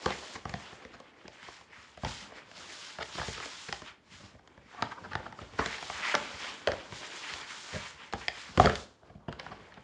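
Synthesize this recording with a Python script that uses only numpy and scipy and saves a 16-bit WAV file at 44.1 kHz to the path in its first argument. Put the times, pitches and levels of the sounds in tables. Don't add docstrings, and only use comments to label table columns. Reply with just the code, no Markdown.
import sys
import numpy as np
from scipy import signal
from scipy.io import wavfile

SR = 44100
rng = np.random.default_rng(int(sys.argv[2]) if len(sys.argv) > 2 else 0)


def master_out(mix):
    frames = np.transpose(np.atleast_2d(mix))
    ceiling = np.clip(frames, -1, 1)
    pcm = np.round(ceiling * 32767).astype(np.int16)
    wavfile.write(sys.argv[1], SR, pcm)


def rack_gain(trim_db):
    fader = np.asarray(trim_db, float)
    return 10 ** (fader / 20)


N = 433503


def rms_one(x):
    return x / np.sqrt(np.mean(x ** 2) + 1e-20)


def drift(rate_hz):
    thin = 40
    warm_up = 2000
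    pole = np.exp(-2 * np.pi * thin * rate_hz / SR)
    noise = rng.standard_normal(N // thin + 2 + warm_up)
    slow = signal.lfilter([1], [1, -2 * pole, pole ** 2], noise)[warm_up:]
    return np.interp(np.arange(N) / thin, np.arange(len(slow)), rms_one(slow))


def coloured(streams, spectrum, patchy_db):
    hz, level_db = np.transpose(spectrum)
    octaves = np.log2(hz[-1] / hz[0])
    edges = hz[0] * 2 ** np.arange(0, octaves + .5, .5)
    together = drift(8.3)
    out = np.zeros(N)
    for k, (low, high) in enumerate(zip(edges, edges[1:])):
        band_pass = signal.butter(2, [low, high], "band", fs=SR, output="sos")
        band = signal.sosfilt(band_pass, streams[k % 2])
        centre_db = np.interp(np.log(low * high) / 2, np.log(hz), level_db)
        flicker_db = patchy_db * (0.78 * together + drift(11.5))
        out = out + band * rack_gain(centre_db + flicker_db)
    return rms_one(out)


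def room_hush():
    # frequency in Hz, level per Hz in dB.
    spectrum = [(40, -5), (100, -0.5), (300, -2.5), (1000, -17.5), (3000, -21), (7000, -34), (11000, -30)]
    return rack_gain(-68.5) * coloured(rng.standard_normal((2, N)), spectrum, patchy_db=0.5)


def room(x):
    bass_t60_s, treble_t60_s = 0.37, 0.37
    treble_db, split_hz = -8, 1280
    t = np.arange(round(.6 * SR)) / SR
    cloud = rng.standard_normal(len(t)) * (t > .009)
    bass = signal.sosfilt(signal.butter(1, split_hz, fs=SR, output="sos"), cloud)
    treble = cloud - bass
    tail = bass * rack_gain(-60 * t / bass_t60_s) + treble * rack_gain(treble_db - 60 * t / treble_t60_s)
    return signal.fftconvolve(x, tail / np.sqrt(np.sum(tail ** 2)))[:N]


def fibres(per_s, size_db):
    caught = rng.random((2, N)) < per_s / SR
    unevenness = np.minimum(rng.exponential(1, (2, N)), 5)
    sizes = rack_gain(size_db * unevenness) * rng.choice([-1, 1], (2, N))
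    return caught * sizes + 1e-9


def strokes():
    # start in seconds, length in seconds, rasp level in dB,
    # swell from start to end in dB, gloss (skin hiss over rasp) in dB.
    slides = [(0.0, 0.41, -47.5, -4, -3), (0.452, 0.35, -53, 0.5, -5), (0.784, 0.38, -62, -9, -8.5),
              (1.135, 0.28, -62.5, 1, -8), (1.3, 0.1, -57.5, 2, -5), (1.399, .25, -54, -5.5, -4.5),
              (1.691, 0.23, -55.5, 10, -6.5), (2.043, 0.26, -48.5, -9, -1), (2.324, 0.11, -51.5, 3, -10.5),
              (2.464, 0.13, -65, -13, -3), (2.53, 0.46, -50, 4.5, 0.5), (3.004, 0.16, -52, 0, 1),
              (3.112, 0.25, -47, 1.5, 2), (3.29, 0.21, -47, -1, -1.5), (3.405, 0.41, -50, -3, 1),
              (3.85, 0.091, -49.5, -13, -13), (4.09, 0.24, -56, -1.5, -2.5), (4.4, 0.4, -68, 10, -9),
              (4.669, 0.26, -54, 10, -10.5), (4.84, 0.29, -60.5, 5, -5), (5.09, 0.26, -55, -7, -9.5),
              (5.362, 0.33, -59.5, -9, -4), (5.588, 0.24, -43, -2.5, -4), (5.77, 0.29, -47.5, 7, 0.5),
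              (6.009, 0.13, -34.5, 14.5, -9.5), (6.143, 0.26, -46.5, 3, -4), (6.36, 0.2, -41, -1.5, -6),
              (6.503, 0.18, -52.5, -8, -3), (6.647, 0.55, -53, -13.5, -7), (6.915, 0.23, -47, 3, -2),
              (7.093, 0.37, -45, 1, -1.5), (7.46, 0.29, -49.5, -8, -1), (7.696, .26, -45.5, -6.5, -3.5),
              (7.964, 0.18, -51, -2, -12), (8.146, 0.14, -49, 6, -2.5), (8.332, 0.25, -50.5, -7, -1.5),
              (8.572, 0.13, -37.5, 5, -5), (8.728, 0.18, -62, -15, 9), (9.03, 0.1, -68.5, 3, -7),
              (9.29, 0.09, -57, 4, -16), (9.395, 0.58, -59.5, -11, -11.5)]
    grip_s, let_go_s = 0.041, 0.073
    edge_drop_db = 9
    rest_db = -81.5
    t = np.arange(N) / SR
    rasp, hiss, shape = rack_gain(rest_db), rack_gain(rest_db), rack_gain(-2 * edge_drop_db)
    for start, length, db, swell_db, gloss_db in slides:
        grip, let_go = min(grip_s, length / 3), min(let_go_s, length / 2)
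        rise, fall = (t - start) / grip, (start + length - t) / let_go
        moving = np.clip(np.minimum(rise, fall), -2, 1)
        edge = rack_gain(edge_drop_db * (moving - 1)) * (moving > -2)
        progress = np.clip((t - start) / length, 0, 1)
        level = edge * rack_gain(db + swell_db * (progress - .5))
        rasp = np.hypot(rasp, level)
        hiss = np.hypot(hiss, level * rack_gain(gloss_db))
        shape = np.maximum(shape, edge)
    return rasp, hiss, 20 * np.log10(shape)


def sliding():
    # time in seconds, wall drone in dB, table rumble over drone in dB.
    bearing = [(0.0, -52.5, -18), (.6, -57.5, -10), (1.1, -63, -15), (1.9, -65, 2.5), (2.3, -56.5, -3),
               (2.9, -61, -13), (3.3, -60, 0), (3.9, -67.5, -10), (4.25, -63.5, 12), (4.6, -65.5, -6),
               (5.1, -58, 6.5), (5.65, -59, 0), (6.1, -49.5, -12.5), (6.5, -54, -14), (6.87, -54, -1),
               (7.3, -55, -14.5), (7.9, -62, -4), (8.4, -59.5, -5), (8.65, -50, 0), (8.95, -64.5, -8),
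               (9.4, -54, -1), (9.83, -63.5, 2.5)]
    # frequency in Hz, level per Hz in dB.
    rumble_colour = [(30, -13), (50, -1.5), (100, -2.5), (200, -2.5), (320, -42)]
    drone_colour = [(140, -18.5), (260, -3.5), (500, -3), (800, -5), (1200, -11)]
    rasp_colour = [(600, -19.5), (1000, 0), (1700, 0), (2500, 2.5), (3600, -13.5)]
    hiss_colour = [(2000, -27), (3300, 8.5), (5000, 6), (7000, 3.5), (9000, -6), (11000, -15)]
    lows_follow = 0.37

    rasp_gain, hiss_gain, shape_db = strokes()
    s, wall_db, table_db = np.transpose(bearing)
    t = np.arange(N) / SR
    drone_db = np.interp(t, s, wall_db) + lows_follow * shape_db
    rumble_db = drone_db + np.interp(t, s, table_db)

    rumble = coloured(fibres(150, 6.6), rumble_colour, patchy_db=4.5)
    drone = coloured(fibres(900, 3.17), drone_colour, patchy_db=2.0)
    rasp = coloured(fibres(5000, 3.3), rasp_colour, patchy_db=2.0)
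    hiss = coloured(fibres(15000, 3.87), hiss_colour, patchy_db=1.23)
    return rack_gain(rumble_db) * rumble + rack_gain(drone_db) * drone + rasp_gain * rasp + hiss_gain * hiss


def ring(modes, t):
    detune, strength_spread_db = .06, 2.5
    hz, level_db, t60 = np.transpose(modes)[:, :, None]
    strength_luck, pitch_luck = rng.standard_normal((2, len(modes), 1))
    sign = (-1.) ** np.arange(len(modes))[:, None]
    height = sign * rack_gain(level_db + strength_spread_db * strength_luck - 60 * t / t60)
    sound = np.sum(height * np.sin(2 * np.pi * hz * (1 + detune * pitch_luck) * t), axis=0)
    span = [.6 * hz.min(), 1.6 * hz.max()]
    return signal.sosfilt(signal.butter(2, span, "band", fs=SR, output="sos"), sound)


def contacts(rows, force):
    # frequency in Hz before detuning, relative level in dB,
    # t60 in seconds.
    panels = [(49.3, -2.5, 0.18), (69.5, 3.5, 0.074), (89, -5, .08), (126, 15, 0.024), (152, -13, 0.078),
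              (177, 6, 0.028)]
    walls = [(235, -5, .035), (280, -5, .032), (355, -3, .03), (460, -1, .028), (545, 0, .027),
             (700, 0, .024)]
    flaps = [(820, -3, .016), (920, -2, .015), (1100, 0, .014), (1280, 0, .012), (1450, 0, .011),
             (1640, 0, .01)]
    edges = [(2000, 0, .006), (2400, -1, .006), (2900, 0, .005), (3400, 0, .004), (4400, -1, .0035),
             (5300, -3, .003), (6500, -7, .0025), (8700, -14, .002)]
    ring_trims_db = [-5, -7, -13.5, -9.5]
    t = np.arange(round(.15 * SR)) / SR
    out = np.zeros(N + len(t))
    for s, db, weight_db, sharp_db, hollow_db, ms in rows:
        push, at = force(t, ms), round(s * SR)
        shares_db = (weight_db, hollow_db, 0, sharp_db)
        for modes, share_db, trim_db in zip((panels, walls, flaps, edges), shares_db, ring_trims_db):
            sound = signal.fftconvolve(push, ring(modes, t))[:len(t)]
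            loudness = np.sqrt(np.sum(sound ** 2) / (.02 * SR))
            out[at:at + len(t)] += rack_gain(db + share_db + trim_db) * sound / loudness
    return out[:N]


def scuff_force(t, length_ms):
    swell = np.sin(np.pi * np.clip(1000 * t / length_ms, 0, 1)) ** 1.5
    catches = (rng.random(len(t)) < 1500 / SR) * rack_gain(1.8 * rng.exponential(1, len(t)))
    rough = swell * (catches + 0.35) * rng.standard_normal(len(t))
    return signal.sosfilt(signal.butter(1, 3000, fs=SR, output="sos"), rough)


def scuffs():
    # start in seconds, strength in dB, weight (panels) and sharpness (edges)
    # over strength in dB, length in ms.
    skids = [(0.069, -27, -13, -20, 28), (0.339, -31.5, -16.5, -4, 36), (0.72, -43.5, -7.5, -12, 14),
             (0.814, -45, -16, -8, 22), (0.922, -38.5, -15, -8, 42), (1.248, -42, -10, -16, 12.7),
             (2.054, -50, 15, 9, 24.5), (2.994, -27, -19, -9, 30), (3.014, -33, -19, 3, 22),
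             (3.164, -30.5, -16, -18, 37), (3.221, -31, -26, -26, 18), (3.414, -30.5, -28, -4, 34),
             (3.681, -35, -8.5, -0.5, 17), (4.194, -51, -3, -14, 20), (4.384, -48.5, -20, -13, 18),
             (4.601, -62, -1, -9, 26), (4.72, -37, -27, -21, 45), (4.763, -30, -27, -29, 57),
             (4.798, -37, -3, -3.5, 55), (4.907, -27, -36, -14, 25), (4.967, -32.5, -33, -32, 28),
             (5.03, -30.5, -24, -18, 39), (5.108, -30, -31, -17, 21), (5.185, -40.5, -4, -10, 24),
             (5.254, -28.5, -25, -22, 19.3), (5.41, -45, 4, -2, 20), (5.577, -25.5, -12, -2.5, 42),
             (5.6, -20.5, -27, -31, 39), (5.774, -34, -38, -6, 20), (7.294, -39, -28, -3, 14),
             (7.72, -33.5, -3, -6.5, 39), (7.744, -35, -1, -9, 29), (8.134, -38, -5.5, -1, 29),
             (8.204, -49.5, -5, 8.5, 22), (8.614, -23, -18, -13, 54), (8.636, -28, 2, -16, 16),
             (8.704, -48, -8, -17, 27), (9.09, -48, 0, -15, 19), (9.148, -64.5, 22.5, 0, 11.4),
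             (9.278, -40, -4, -4.5, 22), (9.385, -32.5, -24, -7, 27), (9.507, -32.5, -11.5, -14, 29),
             (9.768, -40.5, -18, -12, 16.5)]
    rows = [(s, db, weight_db, sharp_db, -1 + 0.59 * weight_db, ms)
            for s, db, weight_db, sharp_db, ms in skids]
    return contacts(rows, scuff_force)


def knock_force(t, crunch_ms):
    force = rng.standard_normal(len(t)) * np.exp(-1000 * t / crunch_ms)
    force[0] += 9.0
    return force


def knocks():
    blows = [(0.059, -17, -14.5, -11, -6.5), (0.105, -27, -32, -6.5, -6), (0.454, -27.5, -9, -13.5, -9),
             (0.494, -38.5, -0.5, 0.5, -12), (0.539, -28, -6, -7.5, -6.5), (0.85, -41, -9, -4.5, -2),
             (1.001, -43, -26, -7.5, -2), (1.28, -43.5, -10, 0, -2), (1.429, -57.5, -10, 14.5, -6),
             (1.484, -36, -19, -15, -7.5), (1.611, -43.5, -25, -9, -16), (1.974, -44.5, -8, -4.5, 0.5),
             (2.034, -32.5, 1.5, -15, -1.5), (2.048, -24, -13, -9, -12), (2.321, -41, -17, -17, -6.5),
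             (2.514, -45.5, -18, -2, -7), (2.986, -30.5, -17, -14, -7), (3.152, -37.5, -9, -14, -6),
             (3.183, -33.5, -19, -15, -1), (3.197, -29, -6.5, -17, -14), (3.215, -24, -41, -22, -17),
             (3.282, -39, 5, 0, 4), (3.377, -33, -22, -17, -11), (3.401, -32, -25, -7, -14),
             (3.457, -39, -23, -1, -2), (3.726, -25.5, -21, -2.5, -12), (3.819, -38, -11, -8, -5.5),
             (4.348, -53, -14, -13, 1.5), (4.475, -48, -19, -5, -7), (4.577, -46.5, -5, -13, -6),
             (4.823, -16.5, -24, -10.5, -14), (5.133, -28, -16, -17, -21), (5.153, -20, -15, -13, -17.5),
             (5.325, -34, -28, -17, -18), (5.389, -33, -18, -18, -13), (5.535, -46.5, -10, -6, -4),
             (5.591, -16, -16.5, -22, -10), (5.66, -27, -15, -2, -7.5), (5.826, -30.5, -30, -8, -22),
             (5.899, -26, -24, -10, -16), (6.142, -15.5, -40, -23, -9.5), (6.151, -15.5, -31, -5.5, -19),
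             (6.673, -21.5, -25, -1.5, 2.5), (6.684, -23.5, -12.5, -13, -6), (6.718, -27, -15, -6, -7),
             (6.733, -33, -24, -20, -0.5), (6.923, -34.5, -8.5, -8, -8), (7.337, -49.5, -24, 17.5, -17),
             (7.413, -44, -29, 4.5, -16), (8.126, -41, -25, 3, 0), (8.135, -24, -13.5, -11.5, -7),
             (8.282, -28, -19, 7.5, -5), (8.575, -18.5, -4, -11.5, -2), (8.598, -9, -8, -17.5, -1.5),
             (8.606, -29, -4, -9, 1), (8.645, -24, 3, -11, -2), (8.652, -24.5, -6, -10, 2.5),
             (8.658, -19, -3.5, -3, 0), (8.671, -12.5, -23, -36, -13), (8.696, -19, -22, -14, -9.5),
             (8.755, -45.5, -34, 16, -14), (9.031, -51.5, -3, -26, -1), (9.204, -62, -2, -20, 3),
             (9.283, -32, -1.5, -22, -4), (9.326, -34, -35, -9, -22), (9.397, -43, -23, 8.5, -1),
             (9.431, -55.5, -6, -1, 6), (9.464, -31, -18, -20, -23), (9.722, -43.5, -17, -14, -17),
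             (9.741, -55, -8, 6, -16)]
    crunch_ms = 2.8
    return contacts([(*row, crunch_ms) for row in blows], knock_force)


def scene():
    hush = room_hush()
    box = sliding() + scuffs() + knocks()
    echo = rack_gain(-13.0) * room(box)
    return (box + echo + hush)[None]


def roll_off(x):
    return signal.sosfilt(signal.butter(12, 11070, fs=SR, output="sos"), x)


def record(dry):
    dip_hz, dip_width_hz, dip_depth = 8050, 800, .7
    b, a = signal.iirpeak(dip_hz, dip_hz / dip_width_hz, fs=SR)
    dipped = dry - dip_depth * signal.lfilter(b, a, dry)
    no_top = signal.sosfilt(signal.butter(6, 8780, fs=SR, output="sos"), dipped)
    mix = signal.sosfilt(signal.butter(4, 44, "high", fs=SR, output="sos"), no_top)
    return roll_off(mix)


dry = scene()
out = record(dry)
master_out(out)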